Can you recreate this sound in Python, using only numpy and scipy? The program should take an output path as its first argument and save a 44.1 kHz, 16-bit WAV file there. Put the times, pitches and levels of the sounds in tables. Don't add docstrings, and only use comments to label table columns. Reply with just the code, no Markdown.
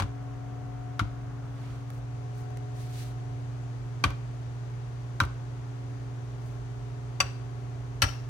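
import sys
import numpy as np
from scipy import signal
from scipy.fft import rfft, irfft, next_fast_len
from scipy.io import wavfile

SR = 44100
rng = np.random.default_rng(int(sys.argv[2]) if len(sys.argv) > 2 else 0)


def pcm_store(signal):
    levels = np.round(np.clip(np.atleast_2d(signal), -1, 1) * 32767)
    wavfile.write(sys.argv[1], SR, levels.astype(np.int16).T)


N = 365588
TIME = np.arange(N) / SR
AGE = TIME[:SR // 2]
LOW_CUT_HZ, CUTOFF_HZ = 35, 15900

# [t/s, stop, ring level/dB, clack level/dB, clack tilt/(dB per octave),
# left-right level/dB]
LONG_HITS = [(0.000, "down", -12.5, -8.5, 0.6, 4.5), (0.022, "down", -21, -15, 1, 4),
             (0.9938, "up", -7.5, -8, 0.5, 4), (4.0395, "down", 0.5, -0.5, 0.5, 2),
             (4.105, "down", -28, -21.5, -2.5, 4), (5.2022, "up", 1, -3.5, 1, 2),
             (5.236, "up", -20, -24, -2, 7)]
STUB_HITS = [(7.2028, "up", -1, -4, -1, 3.5), (8.0196, "down", -1.5, -1.5, 1.5, 4.5),
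             (8.036, "down", -14, -7, -4, 4), (8.0855, "down", -26, -29, -2, 12)]
# [f/Hz, t60/s, relative level/dB at the down stop, at the up stop]
LONG_MODES = [(557, 0.13, -32.5, -43), (960, 0.054, -41, -27.5), (1073, 0.074, -25.5, -25),
              (1168, 0.047, -17, -16.5), (1282, 0.08, -43, -23), (1380, 0.045, -51, -13),
              (1523, 0.044, -16.5, -17), (2100, 0.026, -50, -21), (2366, 0.029, -15.5, -23),
              (3184, 0.043, -22.5, -28.5), (3880, 0.021, -28, -22.5), (4510, 0.03, -24.5, -36),
              (5700, 0.049, -35, -35), (6500, 0.023, -35.5, -67), (7800, .05, -40.5, -60),
              (11000, 0.031, -37.5, -41)]
STUB_MODES = [(562, 0.1, -34, -32.5), (836, 0.067, -30, -22), (1123, 0.086, -27, -18.5),
              (1368, 0.11, -20, -27.5), (1496, 0.086, -34, -28), (1984, 0.064, -24, -43),
              (2115, 0.043, -34, -23), (2380, 0.063, -27, -20.5), (2614, 0.052, -20, -15),
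              (2786, 0.041, -17, -19), (3040, 0.078, -17.5, -39), (3480, 0.059, -40, -27),
              (4370, .07, -24, -40), (4640, 0.051, -39, -17.5), (5500, 0.062, -24.5, -46),
              (5870, 0.046, -23, -17), (6550, 0.065, -35, -30), (7880, 0.055, -28, -24.5),
              (8300, 0.18, -36, -60), (10600, 0.061, -29, -36)]
# [f/Hz, t60/s, relative level/dB at the down stop, at the up stop]
SHIMMER_MODES = [(2700, 0.47, -41, -51), (4750, 0.52, -50, -61), (5320, 0.37, -39, -63),
                 (5670, .42, -38, -58), (5900, 0.31, -41, -51)]
# [f/Hz, level/(dB per Hz)]
LONG_CLACK = [(200, -54), (450, -63.5), (800, -53), (1300, -50), (1800, -56.5), (3300, -59), (5500, -69.5),
              (10000, -79), (15500, -93.5)]
STUB_CLACK = [(200, -65), (450, -64), (800, -55), (1300, -49), (2700, -54), (3700, -57), (5700, -58),
              (7500, -70), (11000, -72), (15500, -80)]
# [f/Hz, left-right level/dB]
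PORT_BALANCE = [(1000, -1), (2800, -1.5), (4500, 2), (6500, 6.5), (9000, -3.5), (15000, -5)]
# [t/s, 1 by the wall .. 0 over the bench]
BY_WALL = [(0, 0.92), (1.7, 1), (2.3, 0.18), (3.2, 0.13), (8.29, 0.15)]
# [f/Hz, rms level/dB by the wall, over the bench,
# left-right level/dB by the wall, over the bench, phase lead of the left/rad]
HUM = [(120.0, -37.4, -36.3, 2, -1.9, .33), (138.6, -50.5, -51, 6, -5.5, .8),
       (277.3, -51.5, -57.5, -1, 3.5, -.7), (360.2, -69, -64.5, 0, 3, .4),
       (387.8, -70, -66.5, 3, -1.5, -.4), (415.8, -60.5, -57, -9, 8, 1.2), (610.1, -68, -71, -3, 4.5, -1.4),
       (694, -65, -72, 2, 4, -1.1), (730, -59.5, -64.5, 6, 8, 1.7), (840, -73, -69, -2, 12, -1.5),
       (1109, -66, -71.5, -2, 6, 1.7)]
# [f/Hz, level/(dB per Hz)]
AIR = [(20, -92), (35, -80), (55, -63), (72, -72), (100, -68.5), (160, -79.5), (330, -82), (500, -81.5),
       (730, -82), (1200, -88.5), (2200, -95), (4200, -103), (6500, -103), (9500, -114), (12000, -121),
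       (15500, -128)]
WALL_AIR = [(100, -100), (190, -78.5), (450, -103), (800, -95), (1000, -89), (1400, -88), (1900, -99),
            (2600, -112), (5000, -125)]
BENCH_AIR = [(500, -100), (900, -88.5), (1400, -89), (2500, -100), (4200, -102), (6500, -103),
             (9500, -113.5), (12000, -121), (15500, -128)]
# [f/Hz, likeness 0-1, left-right level/dB]
SIDES = [(105, 1, -4.5), (190, .75, -3.5), (332, 0.7, 2), (546, 0, 3), (2280, 0, 4), (5340, 0, 6.5),
         (8160, 0, 6.5), (11500, 0.97, -2.5)]
# [t/s, f/Hz, level/dB]
THUMPS = [(0.002, 97.7, -15), (1.003, 109, -15.5), (4.042, 89, -16), (5.206, 89, -15.5), (7.208, 83, -26),
          (8.023, 89, -15.5)]
# [f/Hz, level/dB against the rocking, t60/s]
BENCH_MODES = [(60, -11.5, 0.33), (147.7, -7, 0.099), (200.3, -5.5, 0.092), (283.8, -5, 0.071),
               (318, -8.5, 0.083)]
# [f/Hz, t60/s]
GARAGE_T60 = [(100, 0.11), (500, 0.33), (2000, 0.44), (6000, 0.45), (14000, 0.12)]
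# [f/Hz, level/dB]
GARAGE_DB = [(100, -17), (500, -4), (1300, -17), (3000, -18), (6000, -17.5), (14000, -55)]
# [t/s at the fastest moment, length/s, level/dB, tilt/(dB per octave)]
SWISHES = [(1.671, 0.35, -2.5, -5), (1.945, 0.12, -15, 1), (2.395, .1, -12.5, 1), (2.823, 0.14, -2, -1),
           (3.001, 0.18, 3, -1), (6.484, 0.14, -19, 2.5)]
# [f/Hz, level/(dB per Hz)]
SLEEVE_COLOUR = [(500, -105), (2000, -91), (4000, -90), (8000, -92.5), (12000, -100), (15500, -104)]
# [t/s, level/dB]
TICKS_AND_REBOUND = [(1.903, 7), (2.505, -3), (2.5717, 8.5), (5.251, 9.5)]
# [f/Hz, level/(dB per Hz)]
TICK_COLOUR = [(1000, -75), (3000, -92), (6000, -90.5), (11000, -97), (15500, -108)]
# [f/Hz, width/Hz]
MIC_DIPS = [(5200, 150), (7560, 210)]


def from_db(db):
    return 10 ** (np.asarray(db) / 20)


def at_hz(points, hz, axis=1):
    table = np.array(points)
    return np.interp(np.log(np.maximum(hz, 1)), np.log(table[:, 0]), table[:, axis])


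def pan(db):
    return from_db(np.array([[.5], [-.5]]) * db)


def dying(t60):
    return np.exp(-np.log(1000) * AGE / t60)


def swelling(rise_s):
    return 1 - np.exp(-(AGE / rise_s) ** 2)


def add(out, s, sound):
    start = max(round(s * SR), 0)
    out[:, start:start + sound.shape[-1]] += sound[..., :N - start]


def noise(colour, size, tilt_db=0, sided=1):
    padded = next_fast_len(size)
    hz = np.fft.rfftfreq(padded, 1 / SR)
    alike = np.clip(at_hz(SIDES, hz), 0, 1)
    mid, side = rfft(rng.standard_normal((2, padded)))
    both = np.sqrt(1 + alike) * mid + np.sqrt(1 - alike) * side * [[1], [-1]]
    octaves = np.log2(np.maximum(hz, 1) / 2000)
    gain = from_db(at_hz(colour, hz) + tilt_db * octaves)
    balance = pan(sided * at_hz(SIDES, hz, axis=2))
    density_scale = np.sqrt(SR) / 2
    return irfft(both * gain * balance, padded)[:, :size] * density_scale


def mode(hz, t60, spread):
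    offset = spread * rng.uniform(-0.33, 0.47) * np.array([[1], [-1]])
    phase = rng.uniform(0, 2 * np.pi) + offset
    return np.sin(2 * np.pi * hz * AGE + phase) * dying(t60)


def cluster(hz, t60, width, count=4):
    offsets = (np.arange(count) + rng.random(count)) / count - .5
    modes = [mode(hz * (1 + width * offset), t60, spread=1.76) for offset in offsets]
    return sum(modes) / np.sqrt(count)


def lever(hits, modes, clack_colour, clack_t60, chatter_s, chatter_db, crack_db,
          rattle_db, rattle_t60, width):
    out = np.zeros((2, N))
    # delay/s, level/dB, t60/s
    touches = [(0, 0, clack_t60), (chatter_s, chatter_db, clack_t60), (chatter_s, rattle_db, rattle_t60)]
    for s, stop, ring_db, clack_db, tilt_db, pan_db in hits:
        ring = 0
        for hz, t60, down_db, up_db in modes:
            mode_db = up_db if stop == "up" else down_db
            ring = ring + from_db(mode_db) * cluster(hz, t60, width)
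        ring = ring * (1 - np.exp(-AGE / 0.0014))
        crack = from_db(crack_db) * noise(clack_colour, len(AGE), tilt_db - 1.0, sided=0) * dying(t60=0.005)
        blow = from_db(ring_db) * ring + from_db(clack_db) * crack
        add(out, s, blow * pan(pan_db))
        for delay, touch_db, t60 in touches:
            clack = noise(clack_colour, len(AGE), tilt_db, sided=0) * dying(t60)
            add(out, s + delay, from_db(clack_db + touch_db) * clack * pan(pan_db))
    return out


def ports(x):
    size = next_fast_len(N + len(AGE))
    balance = pan(at_hz(PORT_BALANCE, np.fft.rfftfreq(size, 1 / SR)))
    return irfft(rfft(x, size) * balance, size)[:, :N]


def drift(rate):
    knots = rng.standard_normal((2, 64))
    return np.array([np.interp(TIME * rate, np.arange(len(k)), k) for k in knots])


def hum(by_wall, wander_db=4.5, full_wander_hz=300):
    out = np.zeros((2, N))
    for hz, wall_db, bench_db, wall_pan_db, bench_pan_db, lead in HUM:
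        phase = rng.uniform(0, 2 * np.pi) + lead * np.array([[.5], [-.5]])
        wander = wander_db * min(hz / full_wander_hz, 1) ** 2 * drift(rate=1.2)
        db = bench_db + by_wall * (wall_db - bench_db) + wander
        sides = pan(bench_pan_db + by_wall * (wall_pan_db - bench_pan_db))
        tone = np.sqrt(2) * np.sin(2 * np.pi * hz * TIME + phase)
        out += from_db(db) * sides * tone
    return out


def air_rush(by_wall):
    everywhere = noise(AIR, N)
    off_wall = noise(WALL_AIR, N, sided=0)[0]
    over_bench = noise(BENCH_AIR, N)
    return everywhere + by_wall * off_wall + (1 - by_wall) * over_bench


def bench(swell_s=0.012, rock_t60=0.16, upper_swell_s=0.015):
    out = np.zeros((2, N))
    for s, rock_hz, blow_db in THUMPS:
        rock = mode(rock_hz, rock_t60, spread=0.55) * swelling(swell_s)
        rest = sum(from_db(db) * mode(hz, t60, spread=1.0) for hz, db, t60 in BENCH_MODES)
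        add(out, s, from_db(blow_db) * (rock + rest * swelling(upper_swell_s)))
    return out * pan(db=1.5)


def garage(dry):
    edges = 62.5 * 2 ** np.arange(9)
    response = 0
    for low, high in zip(edges, edges[1:]):
        hz = np.sqrt(low * high)
        fade = dying(at_hz(GARAGE_T60, hz)) * swelling(0.0033)
        octave = signal.butter(2, [low, high], "band", fs=SR, output="sos")
        band = signal.sosfilt(octave, rng.standard_normal((2, len(AGE))))
        energy = np.sum(fade ** 2)
        response = response + from_db(at_hz(GARAGE_DB, hz)) * band * fade / np.sqrt(energy)
    return signal.fftconvolve(dry, response, axes=1)[:, :N]


def sleeve(snag_db=1.5, snags_per_s=90):
    out = np.zeros((2, N))
    second = TIME[:SR]
    for s, length_s, db, tilt_db in SWISHES:
        speed = np.exp(-(2 * (second - .5) / length_s) ** 2)
        knots = rng.standard_normal(size=400)
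        snags = np.interp(second * snags_per_s, np.arange(len(knots)), knots)
        cloth = noise(SLEEVE_COLOUR, SR, tilt_db, sided=0)
        add(out, s - .5, speed * from_db(db + snag_db * snags) * cloth)
    return out


def ticks_and_rebound(burst_t60=0.015):
    out = np.zeros((2, N))
    for s, db in TICKS_AND_REBOUND:
        add(out, s, from_db(db) * noise(TICK_COLOUR, len(AGE), sided=0) * dying(burst_t60))
    return out


def scene():
    long_lever = lever(LONG_HITS, LONG_MODES, LONG_CLACK, clack_t60=0.063, chatter_s=.0033,
                       chatter_db=-9.5, crack_db=7, rattle_db=-16.5, rattle_t60=0.25, width=0.036)
    stub_lever = lever(STUB_HITS, STUB_MODES + SHIMMER_MODES, STUB_CLACK, clack_t60=0.054, chatter_s=.0043,
                       chatter_db=-2.5, crack_db=-4.0, rattle_db=-21.5, rattle_t60=0.46, width=.04)
    work = ports(long_lever + stub_lever) + bench() + sleeve() + ticks_and_rebound()
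    by_wall = np.interp(TIME, *np.transpose(BY_WALL))
    return work + garage(work) + hum(by_wall) + air_rush(by_wall)


def record(dry):
    dry = signal.sosfilt(signal.butter(5, LOW_CUT_HZ, "high", fs=SR, output="sos"), dry)
    for hz, width_hz in MIC_DIPS:
        dry = signal.lfilter(*signal.iirnotch(hz, hz / width_hz, fs=SR), dry)
    return signal.sosfilt(signal.ellip(10, .1, 90, CUTOFF_HZ, fs=SR, output="sos"), dry)


dry = scene()
out = record(dry)
pcm_store(out)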